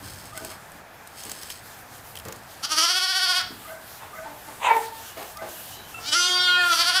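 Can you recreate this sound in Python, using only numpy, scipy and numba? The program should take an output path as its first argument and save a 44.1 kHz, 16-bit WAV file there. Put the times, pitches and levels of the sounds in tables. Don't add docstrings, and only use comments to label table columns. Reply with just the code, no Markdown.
import sys
import numpy as np
from scipy import signal
from scipy.io import wavfile
from scipy.ndimage import uniform_filter1d
from numba import njit

SR = 44100
rng = np.random.default_rng(int(sys.argv[2]) if len(sys.argv) > 2 else 0)


def wrap_up_sound(samples):
    columns = np.atleast_2d(samples).T
    tamed = np.clip(columns, -1, 1)
    steps = np.round(tamed * 32767).astype(np.int16)
    wavfile.write(sys.argv[1], SR, steps)


N = 308700

# time in seconds, pitch in Hz before the quiver, level in dB before the quiver.
HOARSE_CALLS = [
    [(2.62, 253.3, -61), (2.635, 266, -27), (2.655, 302, -24.5), (2.675, 294, -60)],
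    [(2.69, 293.7, -40), (2.722, 317.9, -20), (2.755, 300, -30.5), (2.785, 316.4, -17.5),
     (2.86, 336.5, -22), (2.92, 363.3, -23), (3.1, 369.4, -25.5), (3.2, 369.8, -23), (3.3, 355.6, -23),
     (3.39, 355.6, -23.5), (3.415, 337, -24)],
    [(6.62, 310.7, -49), (6.72, 326.6, -27.5), (6.78, 327.8, -21.5), (6.85, 340.4, -21.5),
     (6.92, 350, -23.5), (7.0, 368, -20)],
]
CLEAR_CALLS = [
    [(6.0, 262, -49), (6.05, 272.6, -37.5), (6.09, 306, -26.5), (6.11, 296.4, -34.5), (6.13, 299.2, -18),
     (6.155, 346.3, -19.5), (6.2, 354.5, -20), (6.29, 360.8, -22.5), (6.37, 362.9, -19.5),
     (6.5, 357.5, -19.5), (6.6, 357.8, -19.5), (6.69, 347, -21.5), (6.735, 332.4, -16.5), (6.76, 343, -54)],
]
YELP_CALLS = [
    [(4.6, 375.6, -46), (4.62, 397.7, -33.5), (4.64, 521.3, -24.5), (4.68, 521.4, -18), (4.688, 455, -19),
     (4.715, 455.7, -14.5), (4.74, 449.5, -30), (4.77, 449.6, -23), (4.8, 452, -42), (5.02, 451, -49)],
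    [(4.255, 302, -36.5), (4.28, 299, -41.5), (4.36, 292, -52)],
    [(4.47, 310, -51), (4.49, 297, -42), (4.54, 297, -71)],
]
# time the voice takes hold in seconds, strain until then (0-1),
# easing time of the strain in seconds, quiver rate per second and quiver depth (0-1), both as the voice takes hold.
HOARSE_MANNER = [(2.788, 0.64, .2, 15.2, 0), (2.786, 0.68, 0.18, 15.6, .58), (6.74, 0.89, 0.08, 13.0, 1.0)]
CLEAR_MANNER = [(6.199, 0.79, 0.32, 12.04, 0.037)]
YELP_MANNER = [(4.67, 0.97, 0.031, 11.6, .05), (4.255, 0.04, 0.092, 12, .2), (4.47, 0.045, .1, 12, .1)]
# centre in Hz, width in Hz, gain in dB, then the shift in Hz
# and the rise in dB at full strain.
HOARSE_THROAT = [(306, 60, -21, -20, 15), (705, 170, -9, -8, 2.5), (1450, 200, 2.5, -220, 1),
                 (3200, 440, -0.5, -200, 0), (4570, 450, 2, 50, 1.5), (5440, 650, -3.5, 400, 6.5),
                 (9830, 2570, -16, 1, 7)]
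CLEAR_THROAT = [(330, 120, -21, -54, -7), (690, 220, -15, -8, -4.5), (1445, 57, 5, -100, -6.5),
                (3280, 490, -7.5, -300, -1.5), (4430, 363, -16, 300, 13), (5380, 780, -38, 200, 38),
                (9900, 3400, -47.5, 1, 29.5)]
YELP_THROAT = [(298, 55, -3, 1, -38), (483, 370, -8, 1, -6.5), (850, 107, 5, 110, -1.5),
               (1800, 600, -15, 410, 5), (2730, 490, -29.5, 1, 22), (3800, 460, -39.5, 1, 20),
               (6000, 510, -45, 1, 17), (7700, 1400, -45, 1, 19)]
QUIVER_PITCH_SHARE, QUIVER_DB = .042, 3
LEVEL_LEADS = 0.74
QUIVER_SETS_IN_S = 0.0305
QUIVER_LAG, QUIVER_DEEPENS = 0.051, 1.107

# start in seconds, length in seconds, crackle level in dB.
STRAW = [(0.06, 0.21, -44.5), (0.37, 0.16, -44), (1.2, .36, -43), (2.25, .3, -56.5)]
# pitch in Hz, half the ringing width in Hz, gain in dB.
STALKS = [(3230, 74, -1), (4570, 230, -1), (5180, 90, 3.5), (6480, 63, 0), (8100, 170, 1), (8620, 170, -4),
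          (10100, 210, -9)]
# start in seconds, starting level in dB, pitch in Hz.
SNAPS = [(0.375, -23, 8300), (0.4473, -26, 8240), (0.5176, -34, 2810), (0.718, -39, 8200),
         (1.0725, -34, 8200), (1.202, -33, 6450), (1.2358, -30, 6450), (1.251, -28.5, 8780),
         (1.295, -26, 6490), (1.3153, -22, 7780), (1.432, -27, 5300), (1.5013, -25.5, 3280),
         (2.154, -29, 2710), (2.1656, -31, 9090), (2.1724, -30, 3090), (2.187, -30.5, 11500),
         (2.198, -31, 3160), (2.251, -31.5, 7260), (2.2837, -29, 6760), (2.3236, -27.5, 6700),
         (2.36, -37.5, 7100), (4.766, -31, 2610), (5.227, -32, 2500), (5.3707, -30.5, 4660),
         (5.4895, -36, 11500)]
STRAW_RISE_DB_PER_S, STRAW_FALL_DB_PER_S = 128, 220
SNAP_T60_S, SNAP_RING_SHARE = 0.024, 0.48

# start in seconds, length in seconds, hiss level in dB.
CLOTH = [(0.02, .26, -51), (0.37, 0.11, -49.5), (.94, .2, -55), (0.6, .18, -53.5), (1.15, 0.38, -54),
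         (1.6, .85, -53), (1.66, .08, -47.5), (1.78, .02, -47.5), (1.94, .04, -46), (2.07, .04, -45),
         (2.5, 1.1, -48), (3.6, .12, -45.5), (3.82, 2.1, -48.5), (3.88, .1, -45), (4.15, .09, -46.5),
         (4.45, .28, -46.5), (4.76, 0.091, -38), (4.96, 0.12, -40.5), (5.2, 0.12, -42), (5.5, .24, -41),
         (5.9, 0.64, -45), (6.67, .1, -37), (6.8, .2, -50)]
# frequency in Hz, relative density in dB per Hz.
CLOTH_COLOUR = [(1500, -39), (3000, -2.5), (6000, -4), (10000, -2), (15500, -3.5)]
CLOTH_RISE_DB_PER_S, CLOTH_FALL_DB_PER_S, CLOTH_REST_DB = 135, 127, -59

# start in seconds, starting level in dB, centre in Hz, 60 dB decay time in seconds.
KNOCKS = [(0.025, -36, 190, 0.07), (0.4, -40.5, 300, 0.29), (0.5, -36.5, 1200, 0.12),
          (0.739, -37.5, 149, 0.069), (1.255, -32.5, 244, 0.077), (3.5, -37.5, 240.4, 0.1),
          (2.251, -32, 107, 0.088), (2.252, -29.5, 440, 0.09), (2.283, -25, 740, 0.039),
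          (4.01, -37.5, 835, 0.19), (4.24, -36, 860, 0.11), (4.475, -39.5, 724, 0.24),
          (5.165, -32, 660, 0.24), (5.415, -31, 600, 0.18), (5.765, -35, 300, 0.041),
          (5.981, -40.5, 714, 0.24)]

# start in seconds, level in dB, length in seconds.
SQUEAKS = [(0.313, -45, 0.11), (3.644, -43, 0.084), (4.124, -41.5, 0.084), (5.356, -42, 0.09)]
# start in Hz, end in Hz, gain in dB, delay in seconds, share of the squeak length.
SQUEAK_PARTIALS = [(635, 640, 2.5, .015, 1.39), (1147, 1320, 4, 0.00062, 0.41),
                   (1462, 1580, 5.5, 0.05, 0.37), (1890, 2200, 0, 0.0298, 0.19)]
# start in seconds, starting level in dB, pitch in Hz of the lower of two partials.
CHIRPS = [(5.942, -28, 1340)]

# start in seconds, start in Hz, end in Hz, length in seconds, level in dB.
BIRDS = [(5.058, 2970, 2870, 0.097, -50), (5.5, 2770, 2960, 0.15, -53), (5.707, 3050, 2930, 0.054, -44.5),
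         (5.715, 3900, 3960, .13, -50.5), (5.798, 2970, 3100, 0.083, -52)]

# frequency in Hz, relative density in dB per Hz.
SHUFFLE_COLOUR = [(250, -6.5), (500, -4.5), (800, 2), (1100, -3.5), (1500, -1.5), (2100, -8), (3000, -15),
                  (8000, -27.5)]
RUMBLE_COLOUR = [(20, -35), (40, -8.5), (90, 4), (130, -0.5), (250, -5), (500, -27)]
# time in seconds, level in dB before the dips.
RUMBLE_LEVEL = [(0, -44), (.5, -52.5), (1.0, -59), (2.0, -53), (2.3, -51.5), (2.7, -58), (3.45, -52),
                (4.6, -56), (6.1, -53), (7, -58)]
# start in seconds, length in seconds, depth in dB for the shuffle.
DIPS = [(2.83, 0.48, 13.5), (6.2, 0.086, 13.5)]
SHUFFLE_DB = -46.5
DIP_IN_DB_PER_S, DIP_OUT_DB_PER_S, RUMBLE_DIP_SHARE = 173, 122, 0.74

BARN_T60_S, WALL_CUT_HZ = 0.38, 5730
CUTOFF_HZ = 15900


def amp(db):
    return 10 ** (np.asarray(db) / 20)


def rms_one(x):
    return x / np.sqrt(np.mean(x ** 2) + 1e-20)


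def in_time(rows, t):
    s, *columns = np.transpose(rows)
    return [np.interp(t, s, column) for column in columns]


def swells(rows, rise_db_per_s, fall_db_per_s, rest_db):
    t = np.arange(N) / SR
    levels = [np.full(N, rest_db)]
    for s, length, db in rows:
        rise = rise_db_per_s * np.maximum(s - t, 0)
        fall = fall_db_per_s * np.maximum(t - s - length, 0)
        levels.append(db - rise - fall)
    return np.max(levels, axis=0)


def drift(rate, size):
    r = np.exp(-2 * np.pi * rate / SR)
    noise = rng.standard_normal(size + SR)
    return rms_one(signal.lfilter([1], [1, -2 * r, r * r], noise)[SR:])


def resonate(x, hz, width):
    r = np.exp(-np.pi * width / SR)
    feed = np.array([1, 0, -1]) * (1 - r * r) / 2
    return signal.lfilter(feed, [1, -2 * r * np.cos(2 * np.pi * hz / SR), r * r], x)


@njit
def gliding(x, hz, r, rate):
    y = np.zeros(len(x))
    for i in range(2, len(x)):
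        fed = (1 - r * r) / 2 * (x[i] - x[i - 2])
        y[i] = fed + 2 * r * np.cos(2 * np.pi * hz[i] / rate) * y[i - 1] - r * r * y[i - 2]
    return y


def highpass(x, hz, order):
    return signal.sosfilt(signal.butter(order, hz, "high", fs=SR, output="sos"), x)


def coloured(spectrum, patchy_db):
    hz, density_db = np.transpose(spectrum)
    edges = 20 * 2 ** np.arange(0, 10.1, .5)
    white = rng.standard_normal((2, N))
    out = 0
    for k, (low, high) in enumerate(zip(edges, edges[1:])):
        band = signal.sosfilt(signal.butter(2, [low, high], "band", fs=SR, output="sos"), white[k % 2])
        flicker = np.interp(np.arange(N), np.linspace(0, N, 90), rng.standard_normal(90))
        band_db = np.interp(np.log(low * high) / 2, np.log(hz), density_db)
        out = out + band * amp(band_db + patchy_db * flicker)
    return rms_one(out)


def add(out, s, x):
    i = round(s * SR)
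    out[i:i + len(x)] += x[:N - i]


def fold_pulses(t, phase, pitch, wander_db):
    knots = np.arange(t[0], t[-1] + .1, .06)
    pulses = np.zeros(len(t))
    for k, row in enumerate(rng.standard_normal((55, len(knots))), 1):
        wander = wander_db * np.interp(t, knots, row)
        pulses += amp(wander) * np.cos(k * phase + 0.23 * wander) * (k * pitch < CUTOFF_HZ)
    return rms_one(pulses)


def throat_sound(source, throat, strain):
    sound = np.zeros(len(source))
    for k, (hz, width, db, shift, rise_db) in enumerate(throat):
        ring = gliding(source, hz + shift * strain, np.exp(-np.pi * width / SR), SR)
        sound += (-1) ** k * amp(db + rise_db * strain) * ring
    return sound


def voice(calls, manners, throat, jitter, wander_db, breath_rest, breath_strained, breath_per_db, air_hz=2500):
    out = np.zeros(N)
    for rows, (hold_s, strain, ease_s, rate, depth) in zip(calls, manners):
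        t = np.arange(rows[0][0], rows[-1][0], 1 / SR)
        pitch, level_db = in_time(rows, t)
        since = t - hold_s
        strain = strain * np.exp(-np.maximum(since, 0) / ease_s)
        depth = depth * np.clip(1 + since / QUIVER_SETS_IN_S, 0, 1) * (1 + QUIVER_DEEPENS * since)
        breath = breath_rest + breath_strained * strain + breath_per_db * (level_db.max() - level_db)

        turn = 2 * np.pi * rate * since * (1 - QUIVER_LAG * since)
        quiver = depth * np.cos(turn + .7 * (1 - np.cos(turn)))
        unsteady = jitter * np.clip(breath, 0, 1) * drift(55.5, len(t))
        pitch = pitch * (1 + QUIVER_PITCH_SHARE * quiver + unsteady)
        phase = 2 * np.pi * np.cumsum(pitch) / SR
        pulses = fold_pulses(t, phase, pitch, wander_db)

        breath = np.clip(breath + 0.18 * depth * np.maximum(np.sin(turn), 0) ** 2, 0, .95)
        air = highpass(rng.standard_normal(len(t)), air_hz, 1)
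        source = (1 - breath) * pulses + breath * (1 + np.cos(phase)) * air
        sound = throat_sound(source, throat, strain)
        sound = sound / np.sqrt(uniform_filter1d(sound ** 2, size=1100) + 1e-12)
        add(out, t[0], sound * amp(level_db + QUIVER_DB * depth * np.cos(turn + LEVEL_LEADS)))
    return out


def straw():
    born = rng.random(N) < 1800 * amp(4.5 * drift(25, N)) / SR
    size_db = 2.3 * np.minimum(rng.exponential(1, N), 5)
    clicks = born * amp(size_db) * rng.choice([-1, 1], N)
    rung = sum(amp(db) * resonate(clicks, hz, 2.0 * half_width) for hz, half_width, db in STALKS)
    bright = highpass(clicks, 2000, 2)
    level_db = swells(STRAW, STRAW_RISE_DB_PER_S, STRAW_FALL_DB_PER_S, rest_db=-73)
    out = rms_one(rms_one(rung) + 1.35 * rms_one(bright)) * amp(level_db)
    t = np.arange(0, .05, 1 / SR)
    for s, start_db, hz in SNAPS:
        crack = rng.standard_normal(len(t))
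        ring = rms_one(resonate(crack, hz, 0.11 * hz))
        burst = rms_one(SNAP_RING_SHARE * ring + crack)
        add(out, s, amp(start_db - 60 * t / SNAP_T60_S) * np.minimum(t / 0.001, 1) * burst)
    return out


def cloth():
    level_db = swells(CLOTH, CLOTH_RISE_DB_PER_S, CLOTH_FALL_DB_PER_S, CLOTH_REST_DB)
    return amp(level_db) * coloured(CLOTH_COLOUR, patchy_db=2.5)


def hooves():
    out, t = np.zeros(N), np.arange(0, .3, 1 / SR)
    for s, start_db, hz, t60 in KNOCKS:
        board = rms_one(resonate(rng.standard_normal(len(t)), hz, 0.58 * hz))
        add(out, s, amp(start_db - 60 * t / t60) * np.minimum(t / 0.011, 1) * board)
    return out


def gate():
    out = np.zeros(N)
    for s, level_db, length in SQUEAKS:
        for start_hz, end_hz, db, delay, share in SQUEAK_PARTIALS:
            t = np.arange(0, length * share, 1 / SR)
            hz = np.linspace(start_hz, end_hz, len(t)) + 20 * drift(94, len(t))
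            tone = np.sin(2 * np.pi * np.cumsum(hz) / SR)
            add(out, s + delay, amp(level_db + db) * np.sin(np.pi * t / t[-1]) * tone)
    t = np.arange(0, .12, 1 / SR)
    for s, start_db, hz in CHIRPS:
        both = np.sin(2 * np.pi * hz * t) + 1.2 * np.sin(4 * np.pi * hz * t)
        add(out, s, amp(start_db - 60 * t / 0.056) * np.minimum(t / 0.0056, 1) * both)
    return out


def birds():
    out = np.zeros(N)
    for s, start_hz, end_hz, length, level_db in BIRDS:
        t = np.arange(0, length, 1 / SR)
        hz = np.linspace(start_hz, end_hz, len(t)) + 90 * drift(85, len(t))
        tone = np.sin(2 * np.pi * np.cumsum(hz) / SR)
        add(out, s, amp(level_db) * np.sin(np.pi * t / length) * tone)
    return out


def barn_echo(x):
    t = np.arange(0, 1.4 * BARN_T60_S, 1 / SR)
    tail = rng.standard_normal(len(t)) * amp(-60 * t / BARN_T60_S) * (t > .008)
    tail = signal.sosfilt(signal.butter(2, WALL_CUT_HZ, fs=SR, output="sos"), tail)
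    return signal.fftconvolve(x, tail / np.sqrt(np.sum(tail ** 2)))[:N]


def murmur():
    dip_db = swells(DIPS, DIP_IN_DB_PER_S, DIP_OUT_DB_PER_S, rest_db=0)
    shuffle = amp(SHUFFLE_DB - dip_db) * coloured(SHUFFLE_COLOUR, patchy_db=1.0)
    rumble_db = in_time(RUMBLE_LEVEL, np.arange(N) / SR)[0] - RUMBLE_DIP_SHARE * dip_db
    return shuffle + amp(rumble_db) * coloured(RUMBLE_COLOUR, patchy_db=1.5)


def scene():
    hoarse = voice(HOARSE_CALLS, HOARSE_MANNER, HOARSE_THROAT, jitter=0.0149, wander_db=2.0,
                   breath_rest=.12, breath_strained=0.49, breath_per_db=-0.02)
    clear = voice(CLEAR_CALLS, CLEAR_MANNER, CLEAR_THROAT, jitter=0.021, wander_db=4.5,
                  breath_rest=.02, breath_strained=0.026, breath_per_db=.022)
    yelp = voice(YELP_CALLS, YELP_MANNER, YELP_THROAT, jitter=0.03, wander_db=4.0,
                 breath_rest=.3, breath_strained=.3, breath_per_db=.001, air_hz=400)
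    far = gate() + hooves() + birds()
    echo = barn_echo(amp(-10.0) * hoarse + amp(-11.5) * clear + amp(-8.0) * yelp + amp(-4) * far)
    voices = clear - hoarse + yelp
    mono = voices + straw() + cloth() + far + echo + murmur()
    return np.array([mono, mono])


def record(dry):
    rounded = .8 * np.tanh(dry / .8)
    top_cut = signal.cheby2(16, 70, CUTOFF_HZ + 300, fs=SR, output="sos")
    return signal.sosfilt(top_cut, rounded)


dry = scene()
out = record(dry)
wrap_up_sound(out)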